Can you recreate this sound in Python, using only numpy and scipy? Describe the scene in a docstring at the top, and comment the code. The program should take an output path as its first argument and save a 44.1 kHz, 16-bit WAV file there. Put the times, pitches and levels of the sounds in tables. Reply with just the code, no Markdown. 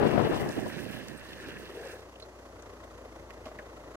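"""Wind buffets two microphone ports separately: turbulent noise in lumps, with a few lone pops on the right.
Wheels of a longboard hiss and crackle over gritty asphalt, as resonated noise with crushed-grit bursts,
until they come to rest near 2 s; braking rubber groans as narrow-band noise. A few sharp struck clicks sound
during the rolling; more clicks and the deck knocks come after it, as the rider steps off.
Behind all of it an engine idles: harmonics of its firing rate and pulsing noise."""
import sys
import numpy as np
from scipy import signal
from scipy.fft import rfft, irfft
from scipy.io import wavfile
from scipy.ndimage import uniform_filter1d

SR = 44100
rng = np.random.default_rng(int(sys.argv[2]) if len(sys.argv) > 2 else 0)


def magnitude_from_level(level_db):
    """Linear magnitude for a level in decibels (20 dB per decade)."""
    exponent = np.asarray(level_db, float) / 20
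    return 10 ** exponent


def to_wav(s):
    """Save 16-bit WAV."""
    ch = np.atleast_2d(s).T  # columns
    pcm = np.round(np.clip(ch, -1, 1) * 32767)  # PCM
    wavfile.write(sys.argv[1], SR, pcm.astype(np.int16))


N = 176400

# Wind strength at each port: time_s, level_db
WIND_LEFT = [(0, -20.5), (.03, -18), (.07, -15.5), (0.079, -25.5), (0.178, -19), (.27, -22.5), (.3, -30),
             (.34, -22.5), (.39, -30), (.43, -25.5), (.5, -28.5), (.54, -49), (0.582, -28), (.63, -55),
             (0.667, -26), (.71, -60.5)]
WIND_RIGHT = [(0, -37), (.35, -33), (.38, -34), (.46, -31.5), (.562, -40), (0.57, -28.5), (.66, -32),
              (.72, -37.5), (.8, -33), (.93, -36), (1.03, -39), (1.11, -38.5), (1.25, -46), (1.6, -43),
              (1.85, -52), (2.4, -79)]
# Relative spectrum of the wind at each port: frequency_hz, density_db
GUST_LEFT = [(20, -32.5), (130, -1), (180, -3.5), (450, -3.5), (800, -9.5), (1700, -23), (5000, -45),
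             (9000, -83)]
GUST_RIGHT = [(20, -23.5), (130, -0.5), (300, 3), (450, -2.5), (750, -11), (1150, -27), (2500, -73)]
# Turbulent lumps, left row then right: rate_per_s, spread_db, brightening_db_per_db
EDDIES = [(150, 2, 0.19), (101, 2.5, 0.56)]
# Single strong eddies at the right port: centre_s, peak_db, pitch_hz
POPS = [(0.012, -16, 437), (0.028, -15.5, 417), (.057, -13, 436), (0.157, -21, 303), (0.251, -18, 310),
        (0.298, -16.5, 360), (0.308, -16.5, 366), (.592, -24, 700)]
# Strength of the rolling wheels: time_s, middle_level_db, treble_level_db
ROLL = [(0, -45, -57.5), (.45, -46, -55.5), (.8, -48.5, -57), (.86, -50.5, -58.5), (.93, -47, -59),
        (1.03, -50.5, -61), (1.09, -53, -62.5), (1.3, -55, -61.5), (1.5, -49.5, -61.5),
        (1.72, -56.5, -64.5), (1.92, -53, -59.5), (2.05, -72, -72)]
# Relative response of the wheels in the middle and in the treble: frequency_hz, gain_db
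ROLL_MID = [(470, -33), (800, -22), (1150, -15), (1760, 2), (2270, -9.5), (2780, -3.5), (3490, -12.5),
            (4940, -67)]
ROLL_TOP = [(2060, -37), (3500, 2), (5640, -7), (7430, -13), (8690, -6.5), (10100, -13.5), (14000, -15),
            (15700, -19.5)]
# Port differences for wheels and clicks: frequency_hz, left_minus_right_db, left_lead_rad, likeness_0_to_1
ROLL_PORTS = [(800, -3, -1.4, 0.55), (2000, -0.5, -0.5, 0.63), (3500, -3, -3, 0.92),
              (5900, -11, -2.5, 0.44), (9000, -9, -2.5, 0.6), (15000, -11.5, -6.5, 0)]
# Centres of the grit bands: frequency_hz
GRIT_HZ = (1500, 2180, 3980, 7040, 11900)
# Groan of braking rubber: time_s, centre_hz, level_db
GROAN = [(1.3, 334, -60.5), (1.48, 318, -45.5), (1.66, 410, -53.5), (1.74, 400, -46.5), (1.85, 460, -44.5),
         (1.96, 420, -49.5), (2.05, 447, -60)]
# Clicks and knocks, before the port differences: start_s, peak_db, centre_hz, width_hz, length_s, left_lean_db
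KNOCKS = [(0.49, -38, 5200, 3000, 0.006, -2.5), (1.084, -31, 5500, 5000, 0.0043, 10.5),
          (1.176, -49.5, 8640, 1200, .016, -2.5), (1.331, -37.5, 2900, 2000, 0.014, 5),
          (2.14, -53, 2880, 600, .003, 2), (2.156, -48.5, 2920, 450, 0.0044, 0),
          (2.198, -48.5, 9000, 1800, 0.004, -3), (2.2, -44, 3470, 2000, 0.015, 1),
          (2.223, -41, 4010, 800, 0.019, 2), (2.623, -45, 6400, 2000, 0.0044, 22.5),
          (3.305, -38, 1710, 1400, 0.0098, -2.5), (3.455, -43, 2600, 2800, 0.047, -2),
          (3.588, -37.5, 1420, 800, 0.018, 0)]
# Knocks on the wooden deck: start_s, peak_db
THUDS = [(3.461, -33), (3.469, -32), (3.485, -40), (3.515, -36), (3.591, -38)]
# Modes of the deck: pitch_hz, mean_relative_level_db, t60_s
DECK = [(280, -9, 0.05), (632, 1.5, 0.027), (1110, -4, 0.016), (2090, -19, 0.025)]
# Firing rate of the engine: time_s, rate_per_s
FIRING = [(0, 30.18), (2.3, 30.15), (2.55, 29.19), (2.8, 28.4), (3.1, 27.94), (4, 27.83)]
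# Strength of the engine: time_s, hum_level_db, body_level_db, clatter_level_db
ENGINE = [(0, -60, -41.5, -55), (1.2, -59, -54, -57.5), (2.3, -58.5, -52, -57), (3.2, -55.5, -50.5, -56),
          (3.96, -57, -49, -55)]
# Partials of the hum: multiple_of_firing_rate, relative_level_db, lead_rad
ORDER = [(1, -23, 1.9), (2, 0, 2.7), (3, -7, 0), (9, -12, 2.4), (12, -9, 2.4)]
# Relative spectra of the engine noises: frequency_hz, gain_db
BODY = [(53, -31), (90, -4), (167, -14), (337, -5), (420, -4.5), (589, -2.5), (900, -16), (1170, -45)]
CLATTER = [(440, -12), (750, -8.5), (1080, -1), (1690, -11), (2000, -7.5), (2290, -13), (4300, -20.5),
           (5590, -52)]
HISS = [(3000, -45), (4400, -2), (6400, 0), (8300, -8), (13000, -12.5), (15800, -32)]
# Swell of each engine noise, one row: place_in_cycles, mean_depth_db, depth_spread_db
BODY_BEAT = (0.3, 3.5, .9)
CLATTER_BEAT = (0.16, 5.6, 1.5)
HISS_BEAT = (.17, 2.9, 1.)
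# Port differences for the engine noises: frequency_hz, left_minus_right_db, left_lead_rad, likeness_0_to_1
ENGINE_PORTS = [(60.4, 0, 1, 0.99), (700, 2.5, -0.84, 1), (1260, 1, 0, 0.47), (2280, 0, -2.5, 0.87),
                (4400, -3, -2, 0.29), (14900, -2, -0.5, 0.089)]

SOFT_S, STRIKE = 0.0008, 5  # soft onset of a contact; strength of the strike against unit noise


def evened(x):
    """Normalisation: divides a signal by its effective value, giving rms 1."""
    return x / np.sqrt(np.mean(x ** 2) + 1e-20)


def over_time(rows):
    """Linear interpolation of breakpoint columns in time, one value per sample."""
    time_s, *columns = np.transpose(rows)
    return [np.interp(np.arange(N) / SR, time_s, column) for column in columns]


def over_hz(rows):
    """Interpolation of spectral columns on a logarithmic frequency axis, one value per bin."""
    hz, *columns = np.transpose(rows)
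    bins = np.log(np.fft.rfftfreq(N, 1 / SR) + 1)
    return [np.interp(bins, np.log(hz + 1), column) for column in columns]


def coloured(x, spectrum):
    """Linear filtering: multiplies the spectrum by a gain curve; rms 1."""
    gain = magnitude_from_level(over_hz(spectrum)[0])
    return evened(irfft(rfft(x) * gain, N))


def lumps(smooth):
    """Low-pass random process: noise averaged twice over so many samples; rms 1."""
    once = uniform_filter1d(rng.standard_normal(N), int(smooth))
    return evened(uniform_filter1d(once, int(smooth)))


def ports(x, rows):
    """Partial coherence: two ports differ in level, phase and likeness; their mean has rms 1."""
    pan_db, lead, likeness = over_hz(rows)
    likeness = np.clip(likeness, 0, 1)
    a, b = rfft(x)
    left = a * magnitude_from_level(pan_db / 2) * np.exp(1j * lead)
    right = (likeness * a + np.sqrt(1 - likeness ** 2) * b) * magnitude_from_level(-pan_db / 2)
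    pair = irfft([left, right], N)
    return pair / np.sqrt(np.mean(pair.mean(0) ** 2))


def clicks(per_s, spread_db):
    """Poisson-like impulses: sparse, of random sign, with exponentially spread sizes in dB."""
    on = rng.random(N) < per_s / SR
    size = np.minimum(rng.exponential(1, N), 4)
    sign = rng.choice([-1., 1.], N)
    return evened(on * sign * magnitude_from_level(spread_db * size))


def resonate(x, hz, width_hz):
    """Heterodyne resonator: low-passes around a carrier that may move; gain 1 at its centre."""
    turn = np.exp(2j * np.pi * np.cumsum(hz * np.ones(len(x))) / SR)
    r = np.exp(-np.pi * width_hz / SR)
    return 2 * (turn * signal.lfilter([1 - r], [1, -r], x / turn)).real


def turbulence(level, colour, eddies):
    """Turbulent pressure at one port: noise swells in lumps, and stronger lumps are brighter."""
    per_s, spread_db, brighten = eddies
    bright_hz, steady_s = 252, 0.0224
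    lump_db = spread_db * 2 * np.tanh(lumps(SR / per_s) / 2)  # tanh limits the extremes
    level_db = over_time(level)[0]
    air = coloured(rng.standard_normal(N), colour)
    # partial levelling evens out short swells of the noise, so the wind follows its level curve
    air = air / np.sqrt(uniform_filter1d(air ** 2, int(steady_s * SR)) + 0.048)
    low = signal.sosfiltfilt(signal.butter(2, bright_hz, fs=SR, output="sos"), air)
    # brightness is relative to the strongest level of the first half second
    strength_db = level_db + lump_db - np.max(level_db[:SR // 2])
    high = (air - low) * magnitude_from_level(brighten * strength_db)
    blowing = np.arange(N) < level[-1][0] * SR
    return (low + high) * evened(magnitude_from_level(lump_db)) * magnitude_from_level(level_db) * blowing


def eddy_pops():
    """Isolated vortices: each pressure pop is a sine of random phase in a Gaussian envelope."""
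    t, cycles, out = np.arange(N) / SR, 2.2, 0
    for centre_s, peak_db, hz in POPS:
        envelope = np.exp(-((t - centre_s) * hz / cycles * 2) ** 2)
        out = out + magnitude_from_level(peak_db) * envelope * np.sin(2 * np.pi * (hz * (t - centre_s) + rng.random()))
    return out


def wind():
    """Local turbulence: pressure fluctuations are independent at the ports; lone pops hit the right."""
    left = turbulence(WIND_LEFT, GUST_LEFT, EDDIES[0])
    right = turbulence(WIND_RIGHT, GUST_RIGHT, EDDIES[1])
    return np.array([left, right + eddy_pops()])


def grit_drive():
    """Contact excitation: each band flickers and takes decaying bursts where grit is crushed."""
    per_s, spread_db, share, decay_s, octaves = 150, 2, 0.35, 0.00082, 0.52
    flicker_db, patch_db = 1, 1.94  # flicker common to all bands, and of each band alone
    t, hz = np.arange(600) / SR, np.fft.rfftfreq(N, 1 / SR) + 1
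    bells = np.array([np.exp(-(np.log2(hz / f) / octaves) ** 2) + 1e-9 for f in GRIT_HZ])
    common, drive = lumps(800), 0
    for bell in np.sqrt(bells / bells.sum(0)):  # the bands add up to even power
        impacts = abs(clicks(per_s, spread_db))
        grit = evened(signal.oaconvolve(impacts, np.exp(-t / decay_s))[:N])
        band_db = flicker_db * common + patch_db * lumps(1400)
        strength = (1 - share + share * grit) * magnitude_from_level(band_db)
        drive = drive + bell * rfft(rng.standard_normal((2, N)) * strength)
    return irfft(drive, N)


def wheels():
    """Source and filter: grit noise excites wheel resonances, which wander with the load."""
    mid_db, top_db = over_time(ROLL + [(ROLL[-1][0] + .05, -110, -110)])
    drive = grit_drive()
    # uneven reading speed shifts the middle resonances by 3.5 % rms
    place = np.cumsum(1 + 0.035 * lumps(3004)) % (N - 1)
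    middle = [np.interp(place, np.arange(N), side) for side in coloured(drive, ROLL_MID)]
    treble = coloured(drive, ROLL_TOP)
    return magnitude_from_level(mid_db) * ports(middle, ROLL_PORTS) + magnitude_from_level(top_db) * ports(treble, ROLL_PORTS)


def groan():
    """Friction resonance: gripping rubber is noise in a narrow band whose centre wavers and rises overall."""
    width_hz = 245  # of each of two resonances in a row
    before = (GROAN[0][0] - .1, GROAN[0][1], -100)
    after = (GROAN[-1][0] + 0.039, GROAN[-1][1], -100)
    hz, level_db = over_time([before] + GROAN + [after])
    band = resonate(resonate(rng.standard_normal(N), hz, width_hz), hz, width_hz)
    lean_db = np.array([[1.2], [-1.2]])
    return evened(band * magnitude_from_level(1.85 * lumps(900))) * magnitude_from_level(level_db + lean_db)


def clicks_and_knocks():
    """Impact excitation: one strike and a short decaying crackle ring through two equal resonances."""
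    out, noise = np.zeros((2, N)), rng.standard_normal((len(KNOCKS), 2, 4000))
    t, lean_db = np.arange(4000) / SR, np.zeros(N)
    strike = (t == t[round(SOFT_S * SR)]) * STRIKE
    for (start_s, peak_db, hz, width_hz, length_s, left_db), crackle in zip(KNOCKS, noise):
        start = round(start_s * SR)
        lean_db[start - 100:] = left_db  # holds until the next click
        envelope = (1 - np.exp(-t / SOFT_S)) * np.exp(-t / length_s * 2)
        for side in (0, 1):
            drive = envelope * crackle[side] + strike
            burst = resonate(resonate(drive, hz, width_hz), hz, width_hz)
            out[side, start:][:4000] += magnitude_from_level(peak_db) * burst / abs(burst).max()
    loudness = np.sqrt(np.mean(out ** 2))
    return ports(out, ROLL_PORTS) * loudness * magnitude_from_level([lean_db / 2, -lean_db / 2])


def deck_thuds():
    """Modal vibration: a knock on the wooden deck sounds as a sum of decaying sines."""
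    out, t = np.zeros((2, N)), np.arange(4000) / SR
    for start_s, peak_db in THUDS:
        modes = 0
        for hz, db, t60 in DECK:
            mode_db = db + 2 * rng.standard_normal() - 60 * t / t60
            modes = modes + magnitude_from_level(mode_db) * np.sin(2 * np.pi * hz * t)
        ring = (1 - np.exp(-t / SOFT_S)) * modes
        start = round(start_s * SR)
        out[:, start:start + 4000] -= magnitude_from_level(peak_db) * ring / abs(ring).max()
    return out


def engine():
    """Periodic excitation: hum on multiples of the firing rate; body, clatter and hiss swell per firing."""
    turns = np.cumsum(over_time(FIRING)[0]) / SR  # firings so far
    hum_db, body_db, clatter_db = over_time(ENGINE)
    hiss_db = -68.5
    hum = np.sqrt(2) * sum(magnitude_from_level(db) * np.cos(2 * np.pi * k * turns + lead) for k, db, lead in ORDER)
    out = hum * magnitude_from_level(hum_db + np.array([[.9], [-.9]]))
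    strength = rng.standard_normal(130)  # each firing differs; shared by the three noises
    layers = ((body_db, BODY, BODY_BEAT), (clatter_db, CLATTER, CLATTER_BEAT), (hiss_db, HISS, HISS_BEAT))
    for level_db, colour, (place, depth_db, spread_db) in layers:
        beat = ((1 + np.cos(2 * np.pi * (turns - place))) / 2) ** 1.5
        firing = np.floor(turns - place + 1.5).astype(int)
        swell_db = beat * (depth_db + spread_db * strength[firing])
        noise = rng.standard_normal((2, N)) * magnitude_from_level(swell_db)
        out = out + magnitude_from_level(level_db) * ports(coloured(noise, colour), ENGINE_PORTS)
    return out


def scene():
    """Superposition: the pressures of all sources add at the two ports."""
    return wind() + wheels() + groan() + clicks_and_knocks() + deck_thuds() + engine()


def roll_off(x):
    """The treble ends steeply here."""
    return signal.sosfilt(signal.butter(12, 15820, fs=SR, output="sos"), x)


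def record(dry):
    """Gating: a linear fade of 1.3 ms brings the sound to silence at 3.957 s."""
    end_s, fade_s = 3.957, 0.0013
    gate = np.clip((end_s - np.arange(N) / SR) / fade_s, 0, 1)
    return roll_off(dry * gate)


dry = scene()
out = record(dry)
to_wav(out)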